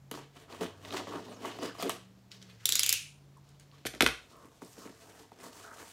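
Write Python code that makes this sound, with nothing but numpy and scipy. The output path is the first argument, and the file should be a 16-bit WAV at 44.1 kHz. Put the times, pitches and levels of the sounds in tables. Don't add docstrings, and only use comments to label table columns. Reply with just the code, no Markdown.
import sys
import numpy as np
from scipy import signal
from scipy.fft import rfft, irfft, next_fast_len
from scipy.io import wavfile

SR = 44100
rng = np.random.default_rng(int(sys.argv[2]) if len(sys.argv) > 2 else 0)


def wav_out(sig):
    wavfile.write(sys.argv[1], SR, np.round(np.clip(np.atleast_2d(sig).T, -1, 1) * 32767).astype(np.int16))


def decibels_to_gain(level_db):
    exponent = np.asarray(level_db, float) / 20
    return 10 ** exponent


N = 261069

# f/Hz, width/Hz, level/dB
BOX_MODES = [(179, 23, -7.5), (249.5, 29, -3.5), (294, 22, -2), (358, 44, -2.5), (405, 60, -1.5),
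             (449.5, 54.5, 1), (602, 130, -5)]
# f/Hz, width/Hz, level/dB
FLAP_MODES = [(690, 130, -2), (963, 270, 0.5), (1150, 194, 2), (1560, 1500, -1.5), (2000, 430, -4)]


def in_time(rows):
    s, *columns = np.transpose(rows)
    return np.array([np.interp(np.arange(N) / SR, s, c) for c in columns])


def at_hz(points, hz):
    point_hz, value = np.transpose(points)
    return np.interp(np.log(np.maximum(hz, 1)), np.log(point_hz), value)


def rms_one(x):
    return x / np.sqrt(np.mean(x ** 2) + 1e-20)


def band(x, low_hz, high_hz):
    sos = signal.butter(2, [low_hz, min(high_hz, .45 * SR)], "band", fs=SR, output="sos")
    return signal.sosfilt(sos, x)


def coloured(x, spectrum):
    size = next_fast_len(len(x))
    gain = decibels_to_gain(at_hz(spectrum, np.fft.rfftfreq(size, 1 / SR)))
    return rms_one(irfft(rfft(x, size) * gain, size)[:len(x)])


def drift(rate_hz, size=N):
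    r, run_in = np.exp(-2 * np.pi * rate_hz / SR), int(SR / rate_hz)
    white = rng.standard_normal(size + run_in)
    return rms_one(signal.lfilter([1], [1, -2 * r, r * r], white)[run_in:])


def ring(clicks, hz, t60_s):
    r, w = decibels_to_gain(-60 / (t60_s * SR)), 2 * np.pi * hz / SR
    return signal.lfilter([0, np.sin(w)], [1, -2 * r * np.cos(w), r * r], clicks + 1e-18)


def strike(times_s, level_db, modes, spread_db):
    chance = rng.standard_normal((len(times_s), len(modes)))
    out = np.zeros(N)
    for k, (hz, mode_db, t60_s) in enumerate(modes):
        clicks = np.zeros(N)
        clicks[(times_s * SR).astype(int)] = decibels_to_gain(level_db + mode_db + spread_db * chance[:, k])
        out += ring(clicks, hz, t60_s) * (-1) ** k
    return out


def bursts(times_s, level_db, rise_s, fall_s):
    t = np.arange(int(.3 * SR)) / SR
    shape = (1 - np.exp(-t / rise_s)) ** 2 * np.exp(-t / fall_s)
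    out = np.zeros(N + len(t))
    for s, gain in zip(times_s, decibels_to_gain(level_db) / shape.max()):
        start = int(s * SR)
        out[start:start + len(t)] += gain * shape
    return out[:N]


def grains(per_s, size_db, clump_db):
    born = rng.random(N) < per_s * decibels_to_gain(clump_db * drift(25)) / SR
    size = decibels_to_gain(size_db * np.minimum(rng.exponential(1, N), 4))
    return born * size * rng.choice([-1, 1], N)


def spots(noise, times_s, centres_hz, spread):
    out = np.zeros(N)
    starts = (np.append(times_s, times_s[-1] + .3) * SR).astype(int) - 100
    for a, b, hz in zip(starts, starts[1:], centres_hz):
        out[a:b] = rms_one(band(noise[a:b], hz / spread, hz * spread))
    return out


def strokes(rows, mix_db):
    bright_share = [-0.46, 0.13, 0.59, 0.72]
    release_db_per_s = [230.6, 250, 206, 313]
    climb_db = 25.5
    t, out = np.arange(N) / SR, np.zeros((4, N))
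    for s, rise_s, hold_s, db, bright_db in rows:
        near = slice(max(int((s - 3 * rise_s) * SR), 0), int((s + hold_s + .3) * SR))
        below_db = climb_db * np.clip((s - t[near]) / rise_s, 0, None)
        letting_go_db = np.outer(release_db_per_s, np.clip(t[near] - s - hold_s, 0, None))
        layer_db = (mix_db + bright_db * np.array(bright_share))[:, None]
        out[:, near] += decibels_to_gain(db + layer_db - below_db - letting_go_db)
    return out


def body(slips, modes):
    out = np.zeros(N)
    for k, (hz, width_hz, db) in enumerate(modes):
        swell = decibels_to_gain(db + 2 * drift(8))
        out += swell * (-1) ** k * rms_one(ring(slips, hz, 2.87 / width_hz))
    return rms_one(out)


def patchy(x):
    edges_hz = 600 * 2 ** np.arange(0, 4, .75)
    out = np.zeros(N)
    for k, (low_hz, high_hz) in enumerate(zip(edges_hz, edges_hz[1:])):
        out += (-1) ** k * band(x, low_hz, high_hz) * decibels_to_gain(2.5 * drift(12))
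    return out


def handling():
    # full level at t/s, rise/s, hold/s, level/dB, brightness/dB
    cuts = [(.113, 0.0012, 0.062, -44, 1), (.37, 0.067, 0.051, -54.5, 5), (.505, 0.023, 0.059, -49.5, 3.5),
            (.615, 0.024, 0.02, -35.5, -0.5), (.855, 0.11, 0.0056, -45.5, 3.5),
            (.94, 0.055, 0.033, -36.5, -1), (1.075, 0.011, 0.065, -48.5, -0.5),
            (1.15, 0.14, 0.033, -44.5, -5.5), (1.3, 0.19, 0.019, -48, -4), (1.45, 0.093, 0.023, -38.5, 0.5),
            (1.54, 0.071, 0.081, -51, -8.5), (1.63, 0.034, 0.019, -38, 0), (1.75, 0.021, 0.0094, -57, 13.5),
            (1.805, 0.023, 0.026, -44.5, 16), (1.84, 0.015, 0.035, -42, -16.5),
            (1.897, 0.0043, 0.0066, -49.5, 24.5)]
    fidgets = [(2.1, 0.12, .45, -67, -8.5), (2.312, .004, 0.041, -67.5, 15.5),
               (2.42, 0.034, 0.14, -68.5, 10), (2.61, 0.027, 0.055, -62.5, 10), (3.2, 0.045, .6, -69, -5.5),
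               (3.486, 0.045, .008, -75, 15), (3.598, .004, .005, -72.5, 23), (3.74, .04, 0.017, -70, 5),
               (3.79, 0.066, .015, -64.5, 3), (3.87, 0.014, .005, -56, 12),
               (3.937, .004, 0.033, -46.5, -9.5)]
    folds = [(4.2, .02, 0.059, -64, -5), (4.31, .06, 0.16, -60.5, -5.5), (4.52, .04, 0.11, -68.5, 5),
             (4.62, 0.0063, 0.0073, -54.5, -11), (4.65, 0.011, 0.083, -74.5, 25.5),
             (4.78, 0.059, 0.064, -53.5, -1), (4.86, 0.028, 0.045, -58.5, -3),
             (4.95, 0.032, 0.047, -67.5, 8.5), (5.04, 0.1, 0.062, -59.5, 0),
             (5.15, 0.13, 0.08, -57.5, -0.5), (5.322, .01, 0.01, -67.5, -16), (5.44, 0.1, 0.025, -47.5, -2),
             (5.53, 0.023, 0.098, -58.5, 6.5), (5.66, 0.15, 0.079, -64, 6), (5.8, 0.16, 0.042, -50.5, 1),
             (5.88, .02, 0.057, -69.5, 25)]
    cut_mix_db = [-1, -5, -5.5, -10.5]
    fidget_mix_db = [-6.5, -12, -2, -12]
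    fold_mix_db = [-3, -3.5, -2, -3]
    # f/Hz, density/dB per Hz
    rasp_spectrum = [(900, -26.5), (1500, -8.5), (2200, -9), (3100, -9), (4300, -6.5), (5200, -8),
                     (6500, -8), (8000, -7.5), (10000, -13.5), (16000, -19.5)]
    # f/Hz, t60/s, level/dB
    blade_sing = [(3000, 0.0065, -12), (4050, 0.002, -19.5)]

    drive = strokes(cuts, cut_mix_db) + strokes(fidgets, fidget_mix_db) + strokes(folds, fold_mix_db)
    box, flap, rasp, fine = drive
    slips = grains(500, size_db=1.5, clump_db=1.5)
    tearing = rms_one(grains(2000, size_db=1.0, clump_db=7.0))
    tearing += 0.64 * rms_one(slips) + 0.4 * rng.standard_normal(N)
    fibres = coloured(tearing, rasp_spectrum)
    dull = signal.sosfiltfilt(signal.butter(2, 5500, fs=SR, output="sos"), fibres)
    sing = np.zeros(N)
    for hz, t60_s, db in blade_sing:
        sing += decibels_to_gain(db + 4 * drift(5.8)) * rms_one(ring(tearing, hz, t60_s))
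    sing *= np.arange(N) < 2 * SR
    hollow = band(box * body(slips, BOX_MODES) + flap * body(slips, FLAP_MODES), 170, 4000)
    torn = rasp * (rms_one(patchy(dull)) + sing) + fine * rms_one(fibres - dull)
    return decibels_to_gain(-2.5) * hollow + decibels_to_gain(-5.0) * torn


def taps():
    # t/s, snap/dB, thud/dB, crackle re snap/dB, flap re snap/dB
    snaps = [(0.1132, -27, -28.5, -1, -8), (0.359, -57, -54, -19, 6), (.5, -51, -56, -15, 8),
             (.525, -37, -50, -15, -5), (.609, -31.5, -26, -14, -22), (0.6437, -42, -26, -24, -13),
             (0.8486, -34, -46, -21, -2), (0.906, -31.5, -53, -21, -16), (.924, -30, -55, -12, -13),
             (0.944, -35, -49, -17, 6), (0.9658, -28.5, -48, -19, -5), (1.0084, -47, -32, -21, -17),
             (1.0703, -43.5, -31.5, -23, 11), (1.41, -44, -40, -10, -3), (1.4296, -55, -55, 0, -5),
             (1.4562, -32, -52, -12, -12), (1.4485, -38, -63, -24, 13.5), (1.5875, -37, -30, -13, 4),
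             (1.605, -46, -55, -15, -10), (1.6285, -36, -51, -14, 3), (1.6573, -32, -42, -11, -6),
             (1.7514, -43.5, -55, -14, 5), (1.7847, -45, -34.5, -8, 5.5), (1.798, -40.5, -45, -10, 12),
             (1.8254, -27.5, -28, -0.5, 4), (1.8295, -25.5, -26, -13, -3), (1.8588, -42, -29, -8, -10),
             (1.8697, -38, -27.5, -24, -17), (1.887, -42, -46, -5, -10), (1.8948, -25, -46, 0.5, 2.5),
             (1.8978, -30, -50, -15, -17), (1.9025, -27, -55, -15, -5)]
    # t/s, snap/dB, snap centre f/Hz, thud/dB
    ticks = [(1.6319, -35, 4800, -29), (1.6605, -39, 4900, -49), (2.316, -34, 3900, -75),
             (2.322, -39, 3740, -71), (2.416, -41.5, 3660, -73), (2.4255, -37, 4380, -75),
             (3.371, -55, 7600, -71), (3.489, -51.5, 6800, -76), (3.597, -44.5, 6800, -65),
             (3.714, -49.5, 3000, -73.5), (3.746, -51, 3990, -72), (4.354, -50.5, 2194, -70),
             (4.4453, -50, 2210, -41), (4.366, -54, 11000, -75), (4.456, -54, 9000, -77),
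             (4.6191, -34, 1000, -33), (4.647, -41.5, 6500, -40), (4.779, -56, 1200, -34.5),
             (4.854, -40, 1620, -34), (4.873, -38.5, 1590, -39), (4.895, -48, 1600, -36.5),
             (5.3181, -35, 797, -44.5), (5.3875, -49, 5160, -45), (5.41, -47, 5460, -63),
             (5.457, -45, 2020, -59), (5.484, -47, 2000, -44), (5.529, -44, 3900, -57)]
    tape_hz = 3000

    rows = [(s, db, tape_hz, db + crackle, thud, db + flap) for s, db, thud, crackle, flap in snaps]
    rows += [(s, db, hz, db - 21.5, thud, (db + thud) / 2 - 32) for s, db, hz, thud in ticks]
    s, snap_db, snap_hz, crackle_db, thud_db, flap_db = np.transpose(sorted(rows))
    box_ring = [(hz, db, 2.0 / width_hz) for hz, width_hz, db in BOX_MODES]
    flap_ring = [(hz, db, 3.3 / width_hz) for hz, width_hz, db in FLAP_MODES]
    thud = strike(s, thud_db - 7.0, box_ring, spread_db=2.0)
    thud += strike(s, flap_db - 5.5, flap_ring, spread_db=2)
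    noise = rng.standard_normal(N)
    snap = bursts(s, snap_db - 10.0, rise_s=0.00062, fall_s=.002)
    snap *= spots(noise, s, snap_hz, spread=1.45)
    crackle = bursts(s, crackle_db, rise_s=0.000068, fall_s=.0006) * rms_one(band(noise, 4000, 13400))
    return band(thud, 156, 6200) + snap + crackle


def rubs():
    # t/s, length/s, start f/Hz, end f/Hz, width/Hz, level/dB
    rub_rows = [(1.6, .09, 4900, 4900, 290, -53.5), (1.3, .07, 9400, 5200, 300, -65),
                (1.6, .04, 6000, 4000, 300, -58), (1.79, .04, 5050, 4300, 270, -49.5),
                (.485, 0.059, 760, 900, 500, -52.5), (1.11, 0.073, 1150, 1140, 227, -46.5),
                (1.7, 0.013, 1600, 1500, 300, -48), (.935, 0.074, 1040, 940, 230, -41.5),
                (1.8, .03, 1200, 1600, 270, -47), (3.375, .001, 1058, 970, 56, -51.5),
                (3.73, .03, 1139, 1100, 121, -62), (4.31, 0.149, 1170, 1110, 151, -57.5),
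                (5.64, 0.096, 1430, 1400, 255, -52), (5.64, 0.2, 760, 699, 250, -57.5),
                (5.772, 0.039, 1253, 1230, 160, -59)]
    edge_s = .01
    out = np.zeros(N)
    for s, length_s, start_hz, end_hz, width_hz, db in rub_rows:
        at = np.arange(int((s - edge_s) * SR), int((s + length_s + edge_s) * SR))
        t, size = at / SR, SR // 4
        hz = np.interp(t, [s, s + length_s], [start_hz, end_hz])
        on = np.clip(np.minimum(t - s, s + length_s - t) / edge_s + 1, 0, 1)
        swing = decibels_to_gain(db + 2 * drift(29.4, size=size))
        rough = (swing * drift(width_hz, size=size))[:len(at)]
        out[at] += on * rough * np.sin(2 * np.pi * np.cumsum(hz) / SR)
    return out


def ratchet():
    # t/s, peak level/dB, loudest f/Hz
    tooth_rows = [
        (2.656, -6, 3650),
        (2.6907, -6.5, 7500),
        (2.723, -6.5, 3600),
        (2.7548, -6.5, 6150),
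        (2.794, -6.5, 5200),
        (2.833, -8, 6700),
        (2.8632, -10, 7800),
        (2.8925, -5.5, 4700),
        (2.9271, -4.5, 4750),
    ]
    # f/Hz, density/dB per Hz
    slider = [(700, -30.5), (1300, -16), (2200, -8), (3800, -4), (5000, -5.5), (7500, -0.5), (9000, -7),
              (11500, -4), (16000, -10)]
    # f/Hz, level/dB, t60/s
    blade_modes = [(9345, -39, .45), (9360, -46, .4), (11400, -36, .06), (13390, -35, .08)]

    s, peak_db, spot_hz = np.transpose(tooth_rows)
    shell_hz = np.where(s < 2.81, 3760, 2650)
    noise, other = rng.standard_normal((2, N))
    splinters = rms_one(grains(24000, size_db=-0.5, clump_db=-3.5))
    crack = coloured(splinters, slider) + 0.63 * spots(noise, s, spot_hz, spread=1.1)
    teeth = bursts(s - .001, peak_db - 12, rise_s=0.001, fall_s=0.0013) * crack
    slap = np.zeros(N)
    slap[((s + .0003) * SR).astype(int)] = -decibels_to_gain(peak_db)
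    teeth += band(slap, 2100, 14000)

    low_buzz = rms_one(band(coloured(other, slider), 900, 6200))
    high_buzz = rms_one(band(other, 8000, 13000))
    buzz = bursts(s, peak_db - 35.0, rise_s=0.00097, fall_s=0.056) * low_buzz
    buzz += bursts(s, peak_db - 40.0, rise_s=0.0013, fall_s=0.023) * high_buzz
    shell = bursts(s, peak_db - 41.5, rise_s=0.0024, fall_s=0.063)
    shell *= spots(other, s, shell_hz, spread=1.154)
    grip = bursts(s, peak_db - 50.5, rise_s=0.0026, fall_s=0.017) * rms_one(band(noise, 170, 700))
    blade = strike(s[-1:], peak_db[-1:], blade_modes, spread_db=0)
    return teeth, buzz + shell + grip + blade


def knocks():
    # t/s, handle/dB, table/dB, rattle/dB
    contacts = [(3.8523, -25.5, -24, -40), (3.858, -45, -37, -35.5), (3.8616, -46, -43, -31),
                (3.8662, -46.5, -38, -24.5), (3.8699, -46.5, -52.5, -29.5), (3.8738, -47, -51, -37),
                (3.9378, -32, -33, -57), (3.949, -43, -54.5, -42), (4.007, -2.5, -15.5, -18.5),
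                (4.0093, -12.5, -40, -22), (4.0176, -14.5, -41, -28.5), (4.022, -18, -28.5, -15.5),
                (4.028, -23, -14, -32), (4.042, -37.5, -24, -27), (4.063, -6.5, -18, -21),
                (4.0649, -10.5, -36, -30), (4.0736, -35, -51, -24.5), (4.087, -22, -30, -32)]
    # f/Hz, level/dB, t60/s
    table_modes = [(60, -16, 0.36), (126, -13.5, 0.26), (253, 4.5, 0.05), (353, 4, 0.025), (457, 2, 0.049),
                   (525, 9, 0.011), (771, -3, 0.044)]
    # f/Hz, level/dB, t60/s
    handle_modes = [(1307, -3.5, 0.028), (1400, 5, 0.0091), (1567, -1.5, 0.012), (2020, -25, 0.0067),
                    (2500, -7, 0.0055), (3310, -17, 0.002)]
    # f/Hz, level/dB, t60/s
    loose_blade = [(6600, -4, .03), (9150, 0, .03), (11400, -3, .03), (13500, -6, .03)]

    s, handle_db, table_db, rattle_db = np.transpose(contacts)
    crack = np.zeros(N)
    crack[(s * SR).astype(int)] = decibels_to_gain(handle_db + 17.0)
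    wood = strike(s, table_db - 10.5, table_modes, spread_db=1.5)
    wood += strike(s, handle_db - 10.5, handle_modes, spread_db=2)
    wood += band(band(crack, 910, 3200), 900, 5500)
    for _ in range(5):
        wood = signal.lfilter([-.86, 1], [1, -.86], wood)
    clatter = band(rng.standard_normal(N), 1700, 4500)
    clatter += 0.31 * band(rng.standard_normal(N), 4500, 12000)
    rattle = bursts(s, rattle_db - 1.5, rise_s=0.0003, fall_s=.0016) * rms_one(clatter)
    return wood + rattle + strike(s, rattle_db - 25, loose_blade, spread_db=5)


def room(x, tail_db, echo_db):
    # f/Hz, t60/s
    room_t60 = [(150, 0.15), (600, 0.29), (2000, 0.33), (5000, 0.35), (10000, 0.32), (16000, 0.18)]
    # delay t/s, level/dB
    echoes = [(.0075, -19.5), (.012, -19.5)]
    t = np.arange(int(.6 * SR)) / SR
    edges_hz = 100 * 2 ** np.arange(0, 7.6, .75)
    noise, tail = rng.standard_normal(len(t)), np.zeros(len(t))
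    for k, (low_hz, high_hz) in enumerate(zip(edges_hz, edges_hz[1:])):
        decay = decibels_to_gain(-60 * t / at_hz(room_t60, np.sqrt(low_hz * high_hz)))
        tail += (-1) ** k * band(noise, low_hz, high_hz) * decay
    reply = decibels_to_gain(tail_db) * tail * np.clip(t / 0.0038, 0, 1) / np.sqrt(np.sum(tail ** 2))
    for s, db in echoes:
        reply[int(s * SR)] += decibels_to_gain(db + echo_db)
    return x + signal.fftconvolve(x, reply)[:N]


def engine():
    # t/s, main order f/Hz, level/dB
    revs = [(0, 84, -64), (.3, 88, -64), (.8, 97, -57), (1.29, 107, -59), (1.9, 116, -62.5),
            (2.3, 121.5, -63.5), (2.6, 113, -60.5), (3.0, 91, -57.5), (3.25, 87, -63.5), (3.8, 88.5, -64.5),
            (4.0, 88, -89), (4.5, 85, -75.5), (5.1, 69, -76), (5.92, 62, -77)]
    orders = [.6, 1, 1.2, 1.6, 2.2]
    orders_db = [-9, -1.1, -14, 3, -6.5]
    # f/Hz, width/Hz, level/dB
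    booms = [(49.7, 8, -3.5), (98.4, 12, -0.5), (114.5, 16, 0), (134, 16.3, 2.5), (188.2, 9.2, -2)]
    hz, db = in_time(revs)
    phase, out = 2 * np.pi * np.cumsum(hz) / SR, np.zeros(N)
    for k, order_db in zip(orders, orders_db):
        lift = decibels_to_gain(-15) * (k * hz < 200)
        for boom_hz, width_hz, boom_db in booms:
            lift = lift + decibels_to_gain(boom_db) / (1 + (2 * (k * hz - boom_hz) / width_hz) ** 4)
        level = decibels_to_gain(db + order_db + 0.73 * drift(10.0))
        out += np.sqrt(2) * lift * level * np.sin(k * phase)
    return out


def hiss():
    # f/Hz, density/dB per Hz
    air = [(18, -50.5), (30, -15.5), (90, -6.5), (134, -8), (227, -12), (486, -18.5), (866, -22),
           (1070, -23), (1630, -28), (7470, -33.5), (8520, -39.5), (14800, -40), (16000, -43.5)]
    return decibels_to_gain(-64.5) * coloured(rng.standard_normal(N), air)


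def scene():
    teeth, buzz = ratchet()
    near = room(handling() + taps() + rubs() + knocks(), tail_db=-8.5, echo_db=-1.0) + buzz
    near += room(teeth, tail_db=-11, echo_db=5)
    return (near + engine() + hiss())[None]


def top_cut(x):
    return signal.sosfilt(signal.butter(12, 16970, fs=SR, output="sos"), x)


def record(dry):
    thin = signal.sosfilt(signal.butter(3, 45, "high", fs=SR, output="sos"), dry)
    cut = signal.sosfilt(signal.cheby2(12, 40, 16250, fs=SR, output="sos"), thin)
    return top_cut(cut)


dry = scene()
out = record(dry)
wav_out(out)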